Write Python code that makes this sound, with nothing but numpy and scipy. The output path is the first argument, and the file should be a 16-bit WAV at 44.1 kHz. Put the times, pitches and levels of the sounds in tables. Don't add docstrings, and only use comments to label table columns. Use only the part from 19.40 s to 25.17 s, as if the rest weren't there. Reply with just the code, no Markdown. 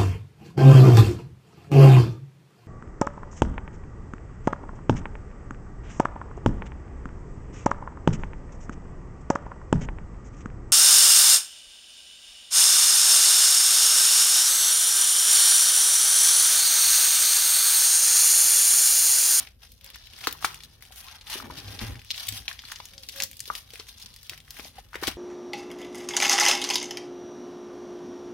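import sys
import numpy as np
from scipy import signal
from scipy.fft import rfft, irfft
from scipy.io import wavfile
from scipy.ndimage import uniform_filter1d

SR = 44100
rng = np.random.default_rng(int(sys.argv[2]) if len(sys.argv) > 2 else 0)


def bounce(signal):
    frames = np.transpose(np.atleast_2d(signal))
    limited = np.clip(frames, -1, 1)
    pcm = np.round(limited * 32767).astype(np.int16)
    wavfile.write(sys.argv[1], SR, pcm)


def invert_db(level):
    return 10 ** (np.asarray(level, dtype=float) / 20)


N = 254456

# (frequency [Hz], t60 [s])
NEAR_T60 = [(250, 0.055), (1200, 0.026), (4000, 0.042), (12000, 0.022)]
# (frequency [Hz], t60 [s])
ROOM_T60 = [(250, 0.29), (1200, 0.29), (4000, 0.25), (12000, 0.16)]
NEAR_DB, ROOM_DB = -6, -11.5


def crinkle():
    # (frequency [Hz], level [dB per Hz])
    film_colour = [(290, -55), (500, -19.5), (775, -17.5), (847, -21.5), (1430, -20), (2540, -8.5),
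                   (3350, -3.5), (5670, -4.5), (7710, -17.5), (9740, -10), (15300, -15), (16500, -27)]
    # (peak time [s], length [s], crinkle [dB], dull creases [dB re crinkle], fine fizz [dB re crinkle])
    jerks = [(0.0, 0.16, -43, 4, -8.5), (0.235, 0.14, -53, 0, -11), (0.31, 0.26, -63, -17, -5),
             (0.47, 0.24, -55, 5, -13.5), (0.62, 1, -55.5, -8, -16.5), (1.05, 0.46, -47, 3, -9),
             (1.44, 0.18, -57.5, 1, -6.5), (1.58, 0.28, -52.5, 1, -0.5), (1.93, 0.22, -37, 5, -7.5),
             (2.44, 0.29, -45.5, 9, -8), (2.73, 0.34, -45, -20, -24), (2.81, 0.5, -41.5, -0.5, -9.5),
             (3.1, 0.16, -47.5, 5.5, -7.5), (3.4, 1, -55, 0, -10), (4.49, 0.19, -50.5, -1.5, -9),
             (4.62, 0.42, -52.5, 0, -10), (5.45, 0.33, -65, 5, -6), (5.548, 0.13, -53.5, 9.5, -5),
             (5.638, 0.16, -40.5, 7.5, -9), (5.678, 0.1, -36, 8, -11.5)]
    # (peak time [s], length [s], crinkle [dB], dull creases [dB re crinkle], fine fizz [dB re crinkle])
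    pulls = [(0.77, 0.83, -60, 4, -18), (0.87, 0.25, -41.5, 0.5, -10), (1.72, 0.61, -52.5, 6, -12),
             (2.19, 0.22, -48, 7.5, -10), (2.34, 0.46, -48, 5, -9.5), (2.97, 0.17, -43.5, -0.5, -5.5),
             (3.33, 0.31, -47, 0, -12), (3.73, 0.38, -53.5, -10, -7.5), (3.82, 0.14, -34.5, 0, -7.5),
             (3.97, 0.61, -58.5, -6, -6.5), (4.08, 0.15, -47, -6, -8), (4.18, 0.21, -46, -2, -7),
             (4.39, 0.41, -52, 1, -9), (4.92, 0.42, -52.5, -2.5, -10), (5.19, 0.32, -52, 4, -6.5),
             (5.27, 0.19, -48, -2, -7), (5.39, 0.18, -56, 3.5, -9)]

    film = space(coloured(buckling_film() * invert_db([[1.2], [-1.2]]), film_colour))
    film = levelled(film, size=2500)
    quiet = hush()
    folds = levelled(band(film, 653, 1822), size=900) * quiet
    film = film * quiet

    crisp, dull, fine = np.sqrt(effort(jerks, rise=0.32) + effort(pulls, rise=0.68))
    lift, dull_lift = flurries()
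    body = crisp * lift * invert_db(3.5) * evened(band(film, 2660, 6780))
    creases = dull * dull_lift * invert_db(-6.5) * folds
    fizz = fine * lift * invert_db(7.0) * evened(band(film, 7950, 22000))
    return body + creases + fizz


def buckling_film():
    buckles_per_s, spread_db, clump_db, patches = 2000, 4.2, 3, 24
    clump = evened(uniform_filter1d(uniform_filter1d(rng.standard_normal(N), 500), 300))
    strikes = rng.random(N) < buckles_per_s / SR * invert_db(clump_db * clump)
    strength = invert_db(spread_db * np.minimum(rng.exponential(1, N), 3))
    size = strikes * strength * rng.choice([-1, 1], N)
    patch = rng.integers(0, patches, N)
    t = np.arange(300) / SR
    film = np.zeros((2, N))
    for k, hz in enumerate(np.geomspace(900, 13000, patches)):
        rasp = rng.standard_normal(len(t)) * np.exp(-t / 0.00058)
        grain = evened(ring(hz, 3.4, t)) + 1.76 * evened(rasp)
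        even = np.sign(size) * abs(size) ** min(hz / 3500, 1)
        one = signal.oaconvolve(even * (patch == k), grain)[:N]
        film += [one, np.roll(one, rng.integers(-4, 7))]
    return film


def flurries():
    # (time [s], length [s], crinkle lift [dB], dull creases lift [dB])
    bursts = [(0.075, 0.013, 12, 12), (0.233, 0.071, 0, 9), (0.451, 0.021, 11, -1), (0.555, 0.028, 19, 25),
              (0.613, 0.02, -3, 13), (0.837, 0.029, -5, 10), (0.863, 0.048, 12, 10), (1.048, 0.045, 25, 18),
              (1.245, 0.023, 20, 8), (1.338, 0.031, 21, 8), (1.426, 0.018, 15, 8.5), (1.526, 0.013, 11, 14),
              (1.759, 0.022, 13, 8), (1.823, 0.02, 13, 11), (1.878, 0.055, 11, 13), (2.054, 0.039, -3, 27),
              (2.114, 0.024, 15, 15), (2.182, 0.043, 8, -3), (2.27, 0.06, 1.5, 5.0), (2.413, 0.024, 20, 23),
              (2.607, 0.04, 6.5, -7), (2.71, 0.02, 34, 12.0), (2.785, 0.019, 8, 10), (2.984, 0.04, 8.5, 8),
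              (3.076, 0.048, 9, 14), (3.198, 0.013, 18, 12), (3.319, 0.01, 26, 11), (3.537, 0.018, 7, 17),
              (3.58, 0.014, -7, 13), (3.639, 0.021, 13, 24), (3.695, 0.018, 8, 7.5),
              (3.818, 0.033, -11, 17), (4.002, 0.02, 13, 6.0), (4.097, 0.024, 9, 14),
              (4.151, 0.052, 8, 8.5), (4.341, 0.016, 10, 17), (4.404, 0.019, 10, 30), (4.496, 0.033, 3, -6),
              (4.622, 0.043, 10, -3), (4.77, 0.029, 0, 1), (4.927, 0.058, 2, 23), (4.983, 0.046, 7, 21),
              (5.077, 0.023, 5.0, 3), (5.11, 0.013, 8, 8), (5.195, 0.04, 8, 18), (5.27, 0.07, -3, 2),
              (5.38, 0.052, 5, 19), (5.56, 0.042, -3, 20), (5.637, 0.012, 15, 22), (5.67, 0.02, 20, 17)]
    share = 0.43
    t = np.arange(0, N + 64, 64) / SR
    lift_db = 0
    for s, length_s, *db in bursts:
        shape = np.exp(-(2 * (t - s) / max(length_s, .005)) ** 2)
        lift_db = lift_db + np.array(db)[:, None] * shape
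    return np.repeat(invert_db(share * lift_db), 64, axis=1)[:, :N]


def hush():
    tension = np.zeros(N)
    for s, db, *_ in every_snap():
        build_up = np.linspace(0, max(db + 33, 0), round(0.02 * SR))
        add(tension, max(round((s - .022) * SR), 0), build_up)
    return invert_db(-.45 * tension)


def snaps():
    out = np.zeros((2, N))
    t = np.arange(2200) / SR
    rows = every_snap()
    chance = rng.random((len(rows), 3))
    noises = rng.standard_normal((len(rows), 3, len(t)))
    draws = rng.random((len(rows), len(t)))
    grit = peaked(band(1. * (t == 0), 2010, 5850))
    for (s, db, hz, tick_db, tear_ms), (a, b, c), noise, u in zip(rows, chance, noises, draws):
        crack = peaked(band(np.exp(-t / .00003), 0.5 * hz, min(1.68 * hz, 8000)))
        spray = (t == 0) + 0.46 * noise[:2] * np.exp(-t / 0.00017)
        tick = peaked(band(spray, 7000, 20400))
        buckle = 1.16 * ring(hz, 1.01 + .5 * a, t) + 0.55 * crack + 0.021 * grit
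        buckle = buckle + invert_db(tick_db + 5.5) * tick

        fade = np.exp(-1000 * t / np.clip(tear_ms, .3, 30))
        slips = np.clip(noise[2], -1.6, 1.6) * (u < 2000 / SR) * fade
        slip = (0.059 * crack + grit + invert_db(tick_db + 13.0) * tick)[:, :200]
        tear = signal.oaconvolve(slips[None], slip)[:, :len(t)]
        sound = invert_db(db + 5.5) * (buckle + 0.37 * tear)
        place(out, s + 0.001137, sound, pan_db=1.7 + 3.0 * b, lead=round(3 * c))
    return out


def every_snap():
    # (time [s], peak level [dB], ring [Hz], bright tick [dB re peak], tear length [ms])
    cracks = [(0.839, -27.5, 2640, -29, 3.9), (0.87, -14, 1405, -12, 5.5), (1.0451, -11.5, 1350, -7, 5.8),
              (1.9004, -28, 4330, -2, 5.3), (1.929, -25.5, 4600, -16, 3.5), (2.39, -24.5, 3620, -26, 4.2),
              (2.7044, -18, 4030, -19, 4.5), (2.8828, -24.5, 3600, -7, 5.9), (3.0792, -17, 3190, -42, 1.9),
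              (3.1123, -30, 1780, -20, 3.1), (3.319, -28.5, 1730, -4, 6), (3.5787, -29.5, 5200, -23, 1.1),
              (3.687, -24.5, 5500, -15, 3.7), (3.8011, -17.5, 2800, -16, 3.9), (3.821, -15, 6000, -9, 0.64),
              (3.8347, -15, 6200, 0.5, 0.72), (3.9927, -34, 4300, 0, 0.51), (4.151, -24.5, 3180, -12, 4),
              (4.8945, -25, 4630, -9.5, 2.2), (5.5543, -24.5, 1980, -17, 2.5),
              (5.6261, -30.5, 1710, -7, 3.8), (5.6345, -25.5, 1160, -17, 10), (5.67, -18.5, 3800, -5.5, 9),
              (5.6777, -19, 3000, -12, 3.4)]
    # (time [s], peak level [dB], ring [Hz], bright tick [dB re peak])
    crisp = [(0.4431, -41, 3660, 3.5), (0.5012, -36.5, 3200, -3), (0.5567, -38, 1820, -0.5),
             (0.909, -27.5, 4940, -8), (0.9249, -30.5, 3480, 1.5), (1.143, -34.5, 2940, -2),
             (1.2345, -35, 3880, -7), (1.423, -41, 2220, 1.5), (1.5214, -42, 3200, -5),
             (2.0244, -38, 1040, -8), (2.7594, -33, 3480, -3), (2.8864, -25.5, 3600, 5),
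             (3.2853, -37, 2770, -9), (3.454, -32, 5800, -7.5), (3.633, -32, 4660, -15),
             (3.76, -40, 1860, 1), (3.9675, -41, 4700, 1), (3.93, -39.5, 3030, -2),
             (4.003, -25.5, 5900, -8), (4.055, -35, 3370, -2), (4.3038, -39.5, 3360, -11),
             (4.335, -38, 5690, -6), (4.3555, -35.5, 2470, -9), (4.4867, -41, 2470, -1),
             (4.5985, -41.5, 3860, -1), (4.659, -30.5, 5560, -11.5), (4.7617, -36.5, 4530, -8.5),
             (4.8295, -40.5, 5100, -2), (4.976, -38.5, 2940, -6), (5.1054, -29, 5500, -6)]
    # (time [s], peak level [dB], ring [Hz])
    muffled = [(0.0717, -35.5, 2720), (0.5438, -34.5, 3900), (0.8103, -39, 2260), (1.025, -32.5, 1220),
               (1.2037, -36.5, 3740), (1.683, -34, 3640), (1.8107, -37, 4400), (1.869, -35, 3430),
               (2.1085, -37.5, 1370), (2.172, -32.5, 4430), (2.253, -40, 3660), (2.28, -32.5, 3800),
               (2.554, -38.5, 2150), (2.592, -37.5, 2920), (2.743, -32, 2820), (2.9482, -36, 3940),
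               (3.19, -30, 3180), (3.237, -40, 1500), (3.251, -34.5, 4300), (3.358, -26.5, 5300),
               (3.401, -33, 3520), (3.738, -40, 2960), (4.3971, -28, 5140), (4.932, -34.5, 1980),
               (4.135, -36.5, 5800), (5.1674, -36, 2180), (5.195, -33, 2230), (5.2457, -33, 5330),
               (5.5303, -36.5, 1390), (5.5419, -29.5, 1610)]
    # (time [s], peak level [dB], ring [Hz], bright tick [dB re peak])
    faint = [(0.2184, -41, 3420, -10), (0.3185, -38, 4000, 6), (0.41, -35.5, 3360, -4),
             (0.4618, -31.5, 3260, -2), (0.4898, -42, 3420, -8), (0.6115, -45, 3240, -8),
             (0.657, -39, 5290, -5), (0.6707, -30, 3260, -8), (0.7335, -30, 3250, -5),
             (0.7868, -32.5, 2290, 2), (1.0141, -41, 1140, 5), (1.408, -45, 2130, 3),
             (1.4513, -34.5, 3200, -6), (1.559, -30, 6450, 5), (1.5753, -43, 3180, -3),
             (1.604, -30, 4200, -8), (2.188, -30, 3400, -12), (2.2004, -24, 5040, -12),
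             (2.322, -33, 2730, 1), (2.353, -35, 3920, -10), (2.4448, -36, 2780, -8),
             (2.5444, -38, 1890, -4), (2.6162, -32.5, 2670, -3), (2.6471, -35, 2790, -2),
             (2.7778, -19, 3420, -12), (2.869, -24, 3350, 5), (2.8939, -29, 3440, -6),
             (2.923, -19.5, 4660, -6), (2.9667, -25, 4270, -8), (3.0205, -37, 2120, -12),
             (3.1282, -25, 4890, -6.5), (3.2191, -32, 3420, -8), (3.2993, -30.5, 1720, -10),
             (3.3862, -38, 3020, -11), (3.486, -36, 3270, -3), (3.5342, -35, 3160, -8),
             (3.6939, -21.5, 3770, -7), (3.9125, -32.5, 3050, 4), (4.1127, -42.5, 3203, -1),
             (4.4682, -32, 3150, -20), (4.5817, -30, 6060, -7), (4.7393, -31, 4330, -5),
             (4.787, -38, 4750, -11), (4.8668, -33, 4420, -6), (5.002, -32, 3580, -8),
             (5.0786, -36, 1960, -14), (5.447, -52, 2140, -3)]
    crisp_tear_ms, muffled_tear_ms, faint_tear_ms = 2.6, 5.6, 1.3
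    muffled_tick_db, faint_db = -27, -8
    return (list(cracks)
            + [(*row, crisp_tear_ms) for row in crisp]
            + [(*row, muffled_tick_db, muffled_tear_ms) for row in muffled]
            + [(s, db + faint_db, hz, tick_db, faint_tear_ms) for s, db, hz, tick_db in faint])


def squeaks():
    # (time [s], pitch [Hz], level [dB])
    whistles = [
        [(1.635, 720, -63), (1.655, 997, -56), (1.685, 1084, -48)],
        [(1.685, 1150, -44), (1.705, 1600, -64), (1.735, 1745, -71)],
        [(1.7, 773, -63), (1.737, 870, -57), (1.78, 780, -71)],
        [(1.735, 1102, -60), (1.75, 1507, -61), (1.775, 1255, -55)],
    ]
    return glides(whistles, waver=0.0584) * invert_db([[1.5], [-1.5]])


def knocks():
    # (time [s], peak level [dB], pitch [Hz], decay [cycles])
    dull_knocks = [(0.873, -23.5, 352, 0.54), (1.043, -26, 393, 0.75), (1.954, -33, 366, 1.1),
                   (2.413, -37.5, 228, 2), (2.922, -45, 231, 2.6), (3.82, -52.5, 195, 1.6),
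                   (4.077, -47.5, 440, 1.6), (4.333, -48.5, 462, 1.5), (4.395, -42, 403, 1.16),
                   (4.915, -52, 368, 1.4), (5.194, -32, 396, 0.35), (5.252, -35.5, 620, 0.51),
                   (5.554, -31, 446, 0.79), (5.624, -27.5, 370, 0.83), (5.677, -20.5, 285, 0.41)]
    # (time [s], peak level [dB], pitch [Hz], decay [cycles])
    pockets = [
        (1.506, -50, 755, 3.6),
        (3.4, -30.5, 1000, 1.03),
        (2.1, -33, 950, 2),
        (4.1, -19, 1200, 2.3),
        (2, -31.5, 1240, 1.9),
        (4.1, -44, 1340, 2.5),
        (0.95, -43, 1000, 2.2),
    ]
    out = np.zeros((2, N))
    t = np.arange(2200) / SR
    for s, db, hz, cycles in list(dull_knocks) + list(pockets):
        sound = invert_db(db + 6.5) * ring(hz, np.clip(cycles, .5, 9), t)
        place(out, s + 0.0012, sound, pan_db=4.0, lead=3)
    return out


def swells():
    # (peak time [s], level [dB], pitch [Hz], length [s])
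    bows = [(2.048, -36, 246, 0.01), (2.121, -48, 250, 0.016), (5.387, -36.5, 790, 0.0039),
            (5.388, -45, 520, 0.0033), (2.282, -42.5, 101.5, 0.039), (2.359, -45, 82.6, 0.018),
            (2.445, -36, 108, .025), (2.49, -33.5, 99, .025), (2.53, -35, 85, 0.014),
            (2.565, -40, 112, 0.022), (2.639, -47.5, 104.6, 0.044), (2.928, -43, 102.7, .04)]
    out = np.zeros((2, N))
    t = np.arange(-4000, 4000) / SR
    for s, db, hz, length_s in bows:
        sound = invert_db(db) * np.sin(2 * np.pi * hz * t) * np.exp(-(t / length_s) ** 2)
        place(out, s + t[0], sound, pan_db=-0.7, lead=3)
    return out + invert_db(NEAR_DB) * tail(out, NEAR_T60, 0.00213, size=2000)


def box():
    # (frequency [Hz], level [dB per Hz])
    box_colour = [(15, -26), (25, -52), (43, 10.5), (102, 4), (162, -8.5), (243, -6.5), (291, -17),
                  (354, -19.5), (401, -14.5), (700, -11.5), (910, -74), (1540, -120)]
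    # (peak time [s], length [s], rumble [dB], cardboard scrape [dB re rumble])
    shoves = [(0.0, 0.16, -53, -2), (0.9, 1.4, -61.5, -1.5), (2.08, 0.71, -48.5, 0.5),
              (2.3, 0.49, -47.5, -3.5), (2.435, 0.11, -35.5, -0.5), (2.5, 0.18, -39.5, -4.5),
              (2.56, 0.066, -43.5, -6.5), (2.64, 0.15, -54, -28), (2.94, 0.48, -47, -13),
              (3.58, 0.3, -64, -3), (3.8, 1.1, -62, -7), (5.24, 1, -64, -0.5), (5.77, 1.2, -46.5, -16.5)]
    # (frequency [Hz], width [Hz], level [dB])
    lid = [(242, 61, 0), (366.4, 55, -4), (600, 45, -10), (816, 61, -5)]
    rest_db = np.array([[-58.5], [-66]])

    shoved = effort(shoves, rise=0.34)
    rumble, scrape = np.sqrt(shoved + invert_db(rest_db) ** 2)
    lumps = invert_db(2.4 * evened(uniform_filter1d(rng.standard_normal(N), 900)))
    white = port_noise() * lumps
    noise = coloured(white, box_colour)
    panels = sum(invert_db(db) * evened(band(white, hz - width / 2, hz + width / 2)) for hz, width, db in lid)
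    low = rumble * levelled(band(noise, 51.0, 155), size=5000)
    low = low + scrape * invert_db(-1.5) * evened(band(noise, 165, 515))
    low = low + np.sqrt(shoved[1]) * invert_db(-5.0) * panels
    return low * invert_db([[.4], [-.4]])


def dove():
    # (time [s], pitch [Hz], level [dB])
    coos = [
        [(0.41, 554.6, -73), (0.462, 549.1, -63), (0.54, 520, -72)],
        [(3.52, 546, -64), (3.585, 551.0, -59.5), (3.65, 505, -66)],
        [(3.735, 547.2, -59), (3.80, 553.0, -48.5), (3.875, 495, -70)],
    ]
    out = glides(coos, waver=0.02)
    return out + invert_db(-4.5) * tail(out[None], ROOM_T60, 0.0111, size=14000)


def hum():
    # (frequency [Hz], level [dB per Hz])
    hum_colour = [(21, -41), (35, 7), (93, -2), (305, -44), (338, -40), (595, -46), (677, -28), (3340, -37),
                  (5450, -42), (7430, -39), (14100, -28), (16500, -57)]
    # (time [s], pitch [Hz], level [dB])
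    drones = [
        [(0.9, 152, -58), (1.152, 150.7, -58), (1.45, 150, -70)],
        [(4.88, 139.2, -59.5), (4.994, 149, -59), (5.2, 139, -65.5)],
    ]
    hum_db = -62
    return invert_db(hum_db) * evened(coloured(port_noise(), hum_colour)) + glides(drones, waver=0.016)


def effort(rows, rise):
    fade_db, bend = 23.5, 1.123
    t = np.arange(0, N + 64, 64) / SR
    power = 0
    for s, length_s, db, *rel_db in rows:
        away = np.where(t < s, (s - t) / rise, (t - s) / (1 - rise)) / length_s
        layer_db = db + np.array([0, *rel_db])[:, None]
        power = power + invert_db(layer_db - fade_db * away ** bend) ** 2
    return np.repeat(power, 64, axis=1)[:, :N]


def ring(hz, cycles, t):
    return np.sin(2 * np.pi * hz * t) * np.exp(-t * hz / cycles) * (1 - np.exp(-t * hz * 3.02))


def glides(tables, waver):
    out = np.zeros(N)
    shake = 1 + waver * evened(uniform_filter1d(rng.standard_normal(N), 90))
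    for rows in tables:
        hz, db = curves(rows)
        start_s, end_s = rows[0][0], rows[-1][0]
        t = (np.arange(N) / SR - start_s) / (end_s - start_s)
        fade = np.sqrt(np.clip(8 * t * (1 - t), 0, 1))
        out += invert_db(db) * np.sin(2 * np.pi * np.cumsum(hz * shake) / SR) * fade
    return out


def space(x):
    near = tail(x, NEAR_T60, 0.001185, size=4000)
    room = tail(x - 0.36 * band(x, 510, 2070), ROOM_T60, .006, size=14000)
    return x + invert_db(NEAR_DB) * near + invert_db(ROOM_DB) * room


def tail(x, t60s, gap_s, size):
    out = np.zeros((2, N))
    turn = np.arange(N) / SR * 9.
    for k in range(3):
        taps = np.zeros((2, size))
        at = np.arange(0, size - 12, 12) + rng.integers(0, 12, (2, (size - 1) // 12))
        np.put_along_axis(taps, at, rng.choice([-1., 1.], at.shape), 1)
        hz, t, z = signal.stft(taps, SR, nperseg=128)
        decay = invert_db(-60 * t / read(t60s, hz)[:, None])
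        taps = signal.istft(z * decay, SR, nperseg=128)[1]
        taps = alike(taps) / np.linalg.norm(taps[0])
        taps = np.pad(taps, ((0, 0), (round(gap_s * SR), 0)))
        share = np.sqrt(2 / 3) * np.cos(turn + k * np.pi / 3)
        out += signal.oaconvolve(x * share, taps, axes=1)[:, :N]
    return out


def alike(pair):
    # (frequency [Hz], left-right likeness [0-1])
    likeness = [(60, 0.98), (180, 0.85), (550, 0.44), (1650, 0.12), (4970, 0.091), (15000, 0.0725)]
    a, b = rfft(pair)
    same = np.clip(read(likeness, np.fft.rfftfreq(pair.shape[1], 1 / SR)), 0, 1)
    return irfft(np.array([a, same * a + np.sqrt(1 - same ** 2) * b]), pair.shape[1])


def port_noise():
    return alike(rng.standard_normal((2, N)))


def place(out, s, sound, pan_db, lead):
    left, right = sound * np.ones((2, 1))
    add(out[0], round(s * SR), invert_db(pan_db / 2) * left)
    add(out[1], round(s * SR) + lead, invert_db(-pan_db / 2) * right)


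def add(mix, at, sound):
    part = mix[at:][:len(sound)]
    part += sound[:len(part)]


def band(x, lo_hz, hi_hz):
    return signal.sosfilt(signal.butter(3, [lo_hz, hi_hz], "bandpass", fs=SR, output="sos"), x)


def coloured(x, points):
    gain_db = np.maximum(read(points, abs(np.fft.fftfreq(8192, 1 / SR))), -100)
    log_gain = np.log(invert_db(gain_db))
    taps = np.fft.ifft(np.exp(log_gain - 1j * signal.hilbert(log_gain).imag)).real[:4096]
    return signal.oaconvolve(x, taps[None], axes=1)[:, :N]


def levelled(x, size):
    return x / np.sqrt(uniform_filter1d((x ** 2).mean(0), size) + 1e-12)


def evened(x):
    return x / np.sqrt(np.mean(x ** 2) + 1e-20)


def peaked(x):
    return x / abs(x).max()


def read(points, hz):
    f, value = np.transpose(points)
    return np.interp(np.log(hz + 1), np.log(f + 1), value)


def curves(rows):
    s, *columns = np.transpose(rows)
    return [np.interp(np.arange(N) / SR, s, c) for c in columns]


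def scene():
    return space(snaps() + knocks() + squeaks()) + swells() + crinkle() + box() + dove() + hum()


def band_limit(x):
    return signal.sosfilt(signal.butter(12, 16970, fs=SR, output="sos"), x)


def record(dry):
    edge_hz = 16000
    corners_hz = [0, edge_hz - 150, edge_hz + 50, edge_hz + 800, edge_hz + 1000, SR / 2]
    edge = signal.firwin2(511, corners_hz, [1, 1, .05, .05, 0, 0], fs=SR)
    held = .9 * np.tanh(dry / .9)
    return band_limit(signal.oaconvolve(held, edge[None], "same"))


dry = scene()
out = record(dry)
bounce(out)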